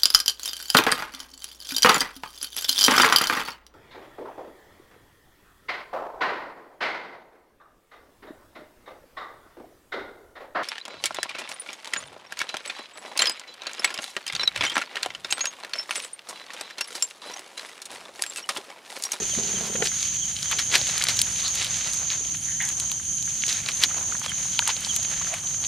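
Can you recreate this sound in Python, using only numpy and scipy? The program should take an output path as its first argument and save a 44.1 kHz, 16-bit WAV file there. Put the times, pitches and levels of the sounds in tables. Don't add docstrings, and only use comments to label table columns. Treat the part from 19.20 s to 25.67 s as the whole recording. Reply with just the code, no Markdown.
import sys
import numpy as np
from scipy import signal
from scipy.fft import rfft, irfft, next_fast_len
from scipy.io import wavfile
from scipy.ndimage import uniform_filter1d

SR = 44100
rng = np.random.default_rng(int(sys.argv[2]) if len(sys.argv) > 2 else 0)


def output_pcm(signal):
    pcm = np.clip(np.atleast_2d(signal).T, -1, 1) * 32767
    wavfile.write(sys.argv[1], SR, np.round(pcm).astype(np.int16))


def boost_factor(decibels):
    exponent = np.asarray(decibels, float) / 20
    return 10 ** exponent


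N = 285327
T = np.arange(N) / SR
PORT_LAG = 0.44


def rms_one(x):
    return x / np.sqrt(np.mean(x ** 2) + 1e-20)


def peak_one(x):
    return x / np.abs(x).max()


def in_time(rows):
    s, *columns = np.transpose(rows)
    return [np.interp(T, s, c) for c in columns]


def drift(rate):
    knots = rng.standard_normal(400)
    return rms_one(uniform_filter1d(np.interp(T * rate, np.arange(400), knots), size=200))


def colour(x, spectrum):
    size = next_fast_len(N)
    hz, db = np.transpose(spectrum)
    bins_hz = np.arange(4097) * SR / 8192
    gain = boost_factor(np.interp(np.log(bins_hz + 1), np.log(hz), db))
    cepstrum = irfft(np.log(gain))
    cepstrum[1:4096] *= 2
    cepstrum[4097:] = 0
    response = irfft(np.exp(rfft(cepstrum)))
    return rms_one(irfft(rfft(x, size) * rfft(response, size), size)[..., :N])


def band(x, low_hz, high_hz, order=2):
    return signal.lfilter(*signal.butter(order, [low_hz, min(high_hz, .45 * SR)], "band", fs=SR), x)


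def pan(db):
    return boost_factor(np.array([[db / 2], [-db / 2]]))


def spread(mid, side, side_db, pan_db=0):
    return (mid + boost_factor(side_db) * side * [[1], [-1]]) * pan(pan_db)


def add(out, s, sound, pan_db=0, lag=0):
    i = max(round(s * SR), 0)
    pair = sound + lag * np.gradient(sound) * [[1], [-1]]
    out[:, i:i + len(sound)] += pair[:, :N - i] * pan(pan_db)


def grains(per_s, size_db):
    sizes = boost_factor(size_db * np.minimum(rng.exponential(1, (2, N)), 5))
    sizes = sizes * rng.choice([-1, 1], (2, N))
    return rms_one(sizes * (rng.random((2, N)) < per_s / SR))


def far_insects():
    # f/Hz, density/dB per Hz
    night_spectrum = [(6500, -16), (7600, -1.5), (8100, -4), (8800, 5.5), (9900, -2), (11000, -15),
                      (13000, -12.5), (15000, -15), (15900, -48)]
    noise = spread(*rng.standard_normal((2, N)), side_db=-1.0, pan_db=0.5)
    return boost_factor(-44 + 1.6 * drift(9.0)) * colour(noise, night_spectrum)


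def chorus_db():
    # rest begins t/s, song returns t/s, depth/dB
    rests = [
        (0.375, 0.527, 4.5),
        (1.093, 1.24, 7),
        (1.773, 1.89, 8.5),
        (2.393, 2.496, 9.5),
        (3.13, 3.23, 7),
        (3.747, 3.857, 6.5),
        (4.366, 4.52, 6.5),
        (4.977, 5.12, 9.5),
        (5.527, 5.678, 7.5),
        (6.096, 6.242, 7),
    ]
    fade_s, return_s = 0.077, .035
    dips = []
    for begin, end, depth_db in rests:
        depth = np.minimum((T - begin) / fade_s, (end - T) / return_s + .5)
        dips.append(depth_db * np.clip(depth, 0, 1))
    return -30.0 - sum(dips)


def crickets(count=4):
    # f/Hz, density/dB per Hz
    wing_spectrum = [(3120, -25), (5300, -18), (5520, -32.5), (5890, 0), (6070, 5), (6500, 7.5), (6880, 2),
                     (7240, -6.5), (7900, -34.5), (10300, -25.5), (17400, -120)]
    near, teeth = np.zeros((2, N)), round(SR / 35)
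    for k, pan_db in enumerate(np.linspace(-9.0, 5.0, count)):
        groups_hz = (35.0 + .3 * k) * (1 + .0006 * drift(2.0))
        cycles = np.cumsum(groups_hz) / SR + rng.random()
        tooth = (cycles % 1 * teeth).astype(int)
        file = rng.standard_normal(teeth)[tooth] + .8 * rng.standard_normal(N)
        stroke = np.exp(-3.0 * (7 * cycles % 1))
        throb = 0.43 + np.exp(-4.0 * (cycles % 1))
        near += boost_factor(-2.5 * k) * file * stroke * throb * pan(pan_db)
    far = spread(*rng.standard_normal((2, N)), side_db=-3.0, pan_db=-1.0)
    chorus = colour(rms_one(near) + boost_factor(0.5) * far, wing_spectrum)
    wing_note = rms_one(band(chorus, 6620, 6760))
    return boost_factor(chorus_db() + 2.0) * (chorus + boost_factor(-11.0) * wing_note)


def bush_cricket():
    # t/s, length/s, level/dB, wing resonance f/Hz
    bursts = [
        (.08, .2, -51, 9300),
        (.75, .14, -52, 10000),
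        (1.38, .13, -46, 9900),
        (2.03, .13, -48, 9900),
        (2.65, .13, -45, 9900),
        (3.17, .19, -48, 9700),
        (3.81, .19, -47, 9700),
        (4.51, .13, -48, 10100),
        (5.15, .18, -48, 9700),
        (5.79, .19, -49, 9400),
    ]
    out = np.zeros((2, N))
    for s, length, db, hz in bursts:
        t = np.arange(round(length * SR)) / SR
        lines = 352.1 * np.arange(23, 35)[:, None]
        gains = boost_factor(-11.0 * np.abs(lines - hz) / 1000 + rng.normal(0, 2.5, (12, 1)))
        flicker = np.cos(2 * np.pi * (rng.uniform(2, 7, (12, 1)) * t + rng.random((12, 1))))
        waves = np.cos(2 * np.pi * lines * t + rng.normal(0, .6, (12, 1)))
        buzz = np.sum(gains * (.3 + flicker) * waves, axis=0)
        add(out, s, boost_factor(db) * rms_one(buzz) * np.sin(np.pi * t / length) ** .7, pan_db=3.0)
    return out


def chirp(length, start_hz, drop_hz):
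    t = np.arange(round(length * SR)) / SR
    hz = start_hz - drop_hz * (1 - (1 - t / length) ** 1.24)
    return np.sin(2 * np.pi * np.cumsum(hz) / SR) * np.sin(np.pi * t / length)


def frogs():
    # t/s, peak level/dB
    calls = [(0.104, -33), (.344, -34), (.54, -41), (1.013, -31), (1.258, -37), (2.431, -35), (5.023, -35),
             (5.075, -29), (5.318, -37), (5.364, -33), (5.631, -38), (5.684, -27)]
    # t/s, level/dB
    far_calls = [
        (0, -48.5),
        (1.5, -44.5),
        (2.8, -50),
        (3.3, -49),
        (3.75, -48.5),
        (4.2, -51),
        (4.9, -50.5),
        (5.8, -44.5),
        (6.47, -52),
    ]
    near = np.zeros((2, N))
    for s, db in calls:
        add(near, s, boost_factor(db) * chirp(0.042, 3480, 520), pan_db=-5.5)
        add(near, s + 0.026, boost_factor(db - 13.5) * chirp(0.0426, 3350, 294), pan_db=7.0)
    starts = spread(*grains(260.0, 0.34), side_db=-7.0)
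    far = signal.fftconvolve(starts, chirp(0.0289, 3400, 441)[None])[:, :N]
    return near + boost_factor(in_time(far_calls)[0]) * rms_one(far)


def casing_creaks():
    # t/s, level/dB
    rubbing = [
        (0, -39),
        (.15, -62),
        (.18, -29.5),
        (.26, -45.5),
        (.35, -37.5),
        (.53, -39),
        (.61, -32.5),
        (.645, -40),
        (.69, -43),
    ]
    # f/Hz, width/Hz, level/dB
    resonances = [
        (217, 35, 3.5),
        (391, 73, 6.5),
        (654, 45, -9),
        (1130, 610, -35),
    ]
    # t/s, peak level/dB, f/Hz
    creaks = [(0.019, -27, 390), (0.133, -35.5, 590), (0.175, -24, 218), (0.237, -33, 384),
              (0.293, -33, 401), (0.346, -31, 191), (0.372, -28, 191), (0.392, -36, 357), (0.439, -30, 191),
              (0.497, -30, 393), (0.546, -30, 193), (0.552, -24.5, 497), (0.601, -25, 192),
              (0.621, -19.5, 454)]
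    slips = grains(320.0, size_db=3.0)[0]
    modes = [boost_factor(db) * rms_one(band(slips, hz - width / 2, hz + width / 2, order=1))
             for hz, width, db in resonances]
    rub_gain = boost_factor(in_time(rubbing)[0] - 10.5) * (T < rubbing[-1][0])
    out = rub_gain * spread(sum(modes), np.roll(modes[1], 25), side_db=-6.5)
    t = np.arange(3000) / SR
    swell = t / 0.0019 * np.exp(1 - t / 0.0027)
    for s, db, hz in creaks:
        tone = np.sin(2 * np.pi * hz * t) + 0.17 * np.sin(2 * np.pi * 1.85 * hz * t)
        add(out, s, boost_factor(db - 4.0) * swell * tone, pan_db=1.0)
    return out


def flame():
    # f/Hz, density/dB per Hz
    flame_spectrum = [(15, -62), (25, -16), (54, 2.5), (102, 4.5), (158, 5), (361, -11.5), (494, -30),
                      (687, -20), (823, -18), (900, -26), (1170, -41), (1980, -120)]
    flicker_db = .6 * drift(6.0)
    noise = spread(*rng.standard_normal((2, N)), side_db=-70.0)
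    rumble = boost_factor(-45.5 + flicker_db) * colour(noise, flame_spectrum)
    distant = rms_one(band(rng.standard_normal(N), 150, 440, order=3))
    return rumble + boost_factor(-65.5) * distant * [[1], [-1]]


def rustle():
    # t/s, level/dB
    vigour = [(0, -37.5), (.35, -33.5), (.5, -39.5), (.8, -31.5), (1.0, -39.5), (1.55, -35), (1.8, -28.5),
              (2.2, -34), (2.55, -31.5), (2.97, -41.5), (4.03, -44.5), (4.3, -34.5), (4.75, -42.5),
              (5.32, -39), (5.58, -37.5), (6.0, -38), (6.25, -41.5), (6.47, -42)]
    # t/s, level/dB
    embers = [(0.0, -53), (0.2, -58), (0.36, -51), (0.49, -47), (0.9, -58.5), (1.13, -58), (1.75, -51),
              (1.89, -43.5), (2.2, -55), (2.54, -46.5), (3.17, -60), (3.48, -51.5), (3.98, -64),
              (4.4, -54.5), (4.81, -47.5), (5.15, -54.5), (5.89, -49.5), (6.47, -55)]
    # f/Hz, density/dB per Hz
    frond_spectrum = [(500, -2), (1000, -4.5), (2000, -0.5), (3500, 2.5), (5500, 2), (8000, -2),
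                      (11000, -6.5), (15500, -34)]
    body_db, = in_time(vigour)
    low_db = in_time(embers)[0] + 0.5 * drift(9.0)
    clicks = grains(1500.0 * boost_factor(6.0 * drift(40.0)), size_db=3.0)
    hiss = boost_factor(-15.5) * rng.standard_normal((2, N))
    dealt = rng.integers(0, 8, N)
    rings = []
    for k, hz in enumerate(650 * 1.55 ** np.arange(8)):
        ring = band(clicks * (dealt == k) + hiss, 0.68 * hz, 1.8 * hz, order=1)
        rings.append(ring * boost_factor(3.5 * drift(12.0)) / np.sqrt(hz))
    low = rms_one(sum(rings[:2]))
    body = colour(sum(rings[2:]), frond_spectrum)
    both = boost_factor(body_db - 1.0) * body + boost_factor(low_db + 1.36) * low
    return spread(*both, side_db=-23.0, pan_db=-1.0)


def crunches():
    # t/s, rise/s, fall/s, level/dB, centre f/Hz
    collapses = [(0.662, 0.023, 0.012, -25.5, 3400), (1.325, 0.012, 0.013, -25, 2340),
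                 (1.391, 0.0027, 0.017, -21, 2960), (1.557, 0.018, 0.0093, -13.5, 2800),
                 (1.889, 0.0041, 0.021, -21, 3020), (2.91, 0.0044, 0.034, -30, 2800),
                 (4.489, 0.0061, 0.0091, -25.5, 2670), (4.639, 0.011, 0.008, -16, 2900),
                 (5.051, 0.02, 0.012, -31, 3450), (5.505, 0.026, 0.01, -23.5, 2290),
                 (6.143, 0.05, 0.02, -35.5, 1990), (1.555, 0.026, 0.022, -31.5, 530),
                 (1.35, 0.052, 0.044, -45.5, 400), (2.961, 0.063, 0.054, -48, 560),
                 (4.64, 0.0092, 0.022, -40.5, 199)]
    # t/s, rise/s, fall/s, level/dB, centre f/Hz
    wheezes = [
        (.625, 0.015, 0.014, -34, 756),
        (2.262, 0.017, 0.021, -26, 4200),
        (2.262, 0.023, 0.027, -39, 1200),
        (3.29, 0.013, 0.05, -41, 1820),
        (3.403, 0.0023, .028, -28.5, 1950),
        (3.41, .004, 0.034, -36, 3150),
        (3.41, 0.0057, 0.082, -45.5, 880),
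        (3.435, 0.014, 0.033, -34, 1840),
        (6.14, 0.033, 0.0095, -37.5, 690),
    ]
    out, t = np.zeros((2, N)), np.arange(-4000, 8000) / SR
    splinters = grains(5000.0, size_db=2.2)[0]
    rows = [(*row, 2.08) for row in collapses] + [(*row, 0.37) for row in wheezes]
    for k, (s, rise, fall, db, hz, octaves) in enumerate(rows):
        piece = np.roll(splinters, -k * len(t))[:len(t)]
        half = 2 ** (octaves / 2)
        sound = rms_one(band(piece, hz / half, hz * half))
        sound += boost_factor(-42.0) * rms_one(band(piece, 4100, 18000))
        swell = np.exp(np.where(t < 0, t / rise, -t / fall))
        add(out, s + t[0], boost_factor(db) * sound * swell, pan_db=0.6)
    return out


def knocks():
    # t/s, peak level/dB, ring f/Hz
    stick_knocks = [(0.716, -18, 1800), (1.229, -25, 1680), (1.312, -14.5, 1310), (1.391, -27, 1110),
                    (1.541, -17.5, 1170), (1.811, -12, 1900), (1.837, -17, 1330), (1.869, -13.5, 1830),
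                    (1.886, -20, 1680), (2.108, -32, 1720), (3.145, -19, 1930), (0.622, -7.5, 1940),
                    (3.797, -22, 1600), (4.076, -22.5, 1850), (4.484, -37, 1490), (0.5553, -12.5, 2160),
                    (4.639, -36, 1540), (4.709, -18, 1390), (4.922, -13.5, 1450), (4.951, -17, 1580),
                    (5.015, -19.5, 1690), (5.016, -22, 1050), (5.06, -16, 1570), (5.118, -11.5, 2020),
                    (5.252, -25.5, 1060), (5.392, -7, 1190), (5.422, -13.5, 1510), (5.475, -12, 1360),
                    (6.013, -18.5, 1060), (6.068, -18, 1800)]
    # t/s, peak level/dB, ring f/Hz
    hollow_thuds = [(1.329, -28, 940), (1.37, -42, 1200), (1.526, -29, 1090), (1.612, -30, 615),
                    (1.688, -33, 673), (1.87, -35, 616), (1.887, -29.5, 626), (2.937, -31, 1170),
                    (3.006, -35, 404), (3.144, -40, 999), (3.715, -33, 1110), (4.277, -36.5, 464),
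                    (4.634, -29, 1100), (5.043, -28.5, 1150), (5.061, -32, 670), (5.489, -17.5, 1130),
                    (5.566, -37, 655), (5.667, -30, 1020), (5.791, -34, 794), (6.439, -32, 1130)]
    out, t = np.zeros((2, N)), np.arange(1000) / SR
    blows = stick_knocks + [(s, db + 8.0, hz) for s, db, hz in hollow_thuds]
    for (s, db, hz), noise in zip(blows, rng.standard_normal((len(blows), len(t)))):
        knock = peak_one(band(noise * np.exp(-t / 0.0038), 0.7 * hz, 1.24 * hz))
        add(out, s, boost_factor(db - 9.0) * knock, pan_db=3.0 * noise[-1], lag=1.6 * noise[-2])
    return out


def burst_envelopes():
    t = np.arange(1000) / SR
    crack = np.exp(-t / 0.00004)
    crack = crack - boost_factor(-13.5) * np.roll(crack, round(.0011 * SR))
    tail = boost_factor(-23.0) * np.exp(-t / 0.0035)
    return crack, tail


def ticks():
    # t/s, peak level/dB, centre f/Hz
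    thin_bursts = [(0.4683, -24, 8810), (0.6424, -20, 8200), (1.2284, -22, 7380), (1.296, -25, 7320),
                   (1.3128, -15, 8540), (1.3907, -30, 9890), (1.5254, -26, 8590), (1.5514, -16, 7890),
                   (1.5554, -20, 8820), (1.577, -19, 9440), (1.6756, -19, 7450), (1.7654, -27, 7370),
                   (1.7807, -14.5, 8150), (1.8233, -17, 7600), (1.8387, -12, 7860), (1.8851, -12, 7510),
                   (1.8964, -25, 8550), (1.969, -17, 7420), (1.9899, -11.5, 7500), (2.0154, -4, 8010),
                   (2.2812, -21, 7890), (2.353, -17, 9240), (2.445, -19, 8610), (2.7337, -16, 7460),
                   (2.7422, -19, 8590), (3.05, -29, 7300), (3.0674, -36, 7350), (3.1702, -28, 9500),
                   (3.4226, -25, 9170), (3.4515, -16, 7390), (3.474, -23, 7560), (3.488, -16, 7400),
                   (3.5194, -32, 7350), (3.5986, -13.5, 7800), (3.6985, -30, 8160), (3.7155, -20.5, 9200),
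                   (4.026, -21, 7450), (4.0632, -27, 7360), (4.2647, -19, 7320), (4.2802, -19, 7770),
                   (4.2914, -21, 7300), (4.327, -27, 7300), (4.334, -25, 9680), (4.4603, -33, 7430),
                   (4.486, -21, 8800), (4.6159, -21, 8030), (4.6254, -20, 8470), (4.6359, -12, 8510),
                   (4.9954, -20, 7300), (5.062, -20, 7350), (5.094, -22, 7630), (5.3906, -15.5, 7300),
                   (5.4762, -10, 7600), (5.5653, -28, 7550), (5.6057, -21, 7790), (5.6471, -32, 7360),
                   (5.7534, -19, 7300), (5.7622, -9.5, 8500), (5.8292, -23, 9490), (6.1399, -22, 8340)]
    out, (crack, tail) = np.zeros((2, N)), burst_envelopes()
    for (s, db, hz), noise in zip(thin_bursts, rng.standard_normal((len(thin_bursts), len(crack)))):
        tick = band((1 + 0.17 * noise) * crack + 1.1 * noise * tail, 0.73 * hz, 1.34 * hz)
        lag = PORT_LAG * (1 + 0.91 * noise[-2])
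        add(out, s + .0008, boost_factor(db + 4.4) * peak_one(tick), pan_db=3.5 + 1.1 * noise[-1], lag=lag)
    return out


def snaps():
    # t/s, peak level/dB, ring f/Hz
    pitched_snaps = [(0.672, -9.5, 3730), (1.1657, -18, 3500), (1.2291, -11.5, 4820), (1.3185, -16, 3060),
                     (1.3287, -14.5, 2250), (1.525, -19, 3440), (1.5406, -11, 2060), (1.5538, -4, 3070),
                     (1.582, -15, 4250), (1.6141, -12.5, 4080), (1.691, -18, 3890), (1.764, -23, 4890),
                     (1.7794, -9.5, 4420), (1.799, -18, 5290), (1.8156, -15, 2390), (1.823, -9, 3630),
                     (1.839, -9, 4870), (1.8527, -18, 2080), (1.869, -11, 4190), (1.8863, -6.5, 3720),
                     (1.8954, -19, 4050), (1.9912, -5, 4610), (2.0167, -6.5, 3420), (2.1608, -21.5, 3070),
                     (2.2807, -13, 4450), (2.3544, -23, 4030), (2.7342, -17, 5160), (3.051, -24, 3170),
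                     (3.171, -29, 3250), (3.4754, -26, 3830), (3.5473, -37, 5430), (3.6994, -26, 3060),
                     (3.717, -15, 3570), (4.2369, -12, 2360), (4.281, -11, 4150), (4.291, -13, 3710),
                     (4.3278, -11.5, 5010), (4.3344, -22, 4440), (4.4356, -30, 2230), (4.4615, -15, 4290),
                     (4.4876, -11, 2970), (4.573, -23, 4480), (4.6064, -25, 3600), (4.6203, -19, 4480),
                     (4.6374, 2.5, 3550), (4.6494, -24, 4730), (4.6594, -27, 2530), (5.0948, -25, 3120),
                     (5.183, -30, 3070), (5.3815, -25, 3310), (5.3914, -1.5, 3360), (5.475, -13.5, 2800),
                     (5.4939, -18, 3740), (5.648, -11, 4600), (5.7538, -25, 3920), (5.7648, -19, 3100),
                     (5.83, -18, 5550), (5.848, -21, 3010), (6.1402, -18.5, 2160)]
    # t/s, peak level/dB
    common_pitch_snaps = [(0.189, -21), (0.235, -19), (0.2816, -23), (3.9663, -42), (3.9837, -25), (1.1883, -23),
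                          (1.3134, -18), (1.387, -16), (1.517, -16), (1.6895, -27), (1.9696, -18), (2.2503, -30),
                          (2.446, -16.5), (2.4675, -16.5), (2.6614, -22), (2.9026, -13.5), (2.932, -20),
                          (3.246, -42), (3.49, -22), (3.601, -17), (4.0262, -23), (4.222, -17.5), (4.2656, -24),
                          (4.518, -19.5), (5.0424, -27), (5.0615, -18), (5.5663, -18), (6.2728, -25), (6.44, -20),
                          (6.449, -17)]
    out, (crack, tail) = np.zeros((2, N)), burst_envelopes()
    bursts = pitched_snaps + [(s, db + 1.0, 3500) for s, db in common_pitch_snaps]
    for (s, db, hz), noise in zip(bursts, rng.standard_normal((len(bursts), len(crack)))):
        pop = band((1 + .3 * noise) * crack + noise * tail, 0.8 * hz, 1.41 * hz)
        add(out, s, boost_factor(db + 2.0) * peak_one(pop), pan_db=-0.5 + 0.54 * noise[-1], lag=PORT_LAG)
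    return out


def scene():
    surroundings = far_insects() + crickets() + bush_cricket() + frogs()
    fire = flame() + rustle() + crunches() + knocks() + ticks() + snaps()
    return surroundings + casing_creaks() + fire


def top_cut(x):
    return signal.sosfilt(signal.butter(12, 15910, fs=SR, output="sos"), x)


def record(dry):
    low_pass = signal.cheby2(12, 60, 16000, fs=SR, output="sos")
    mix = signal.sosfilt(low_pass, np.clip(dry, -1, 1))
    return top_cut(mix)


dry = scene()
out = record(dry)
output_pcm(out)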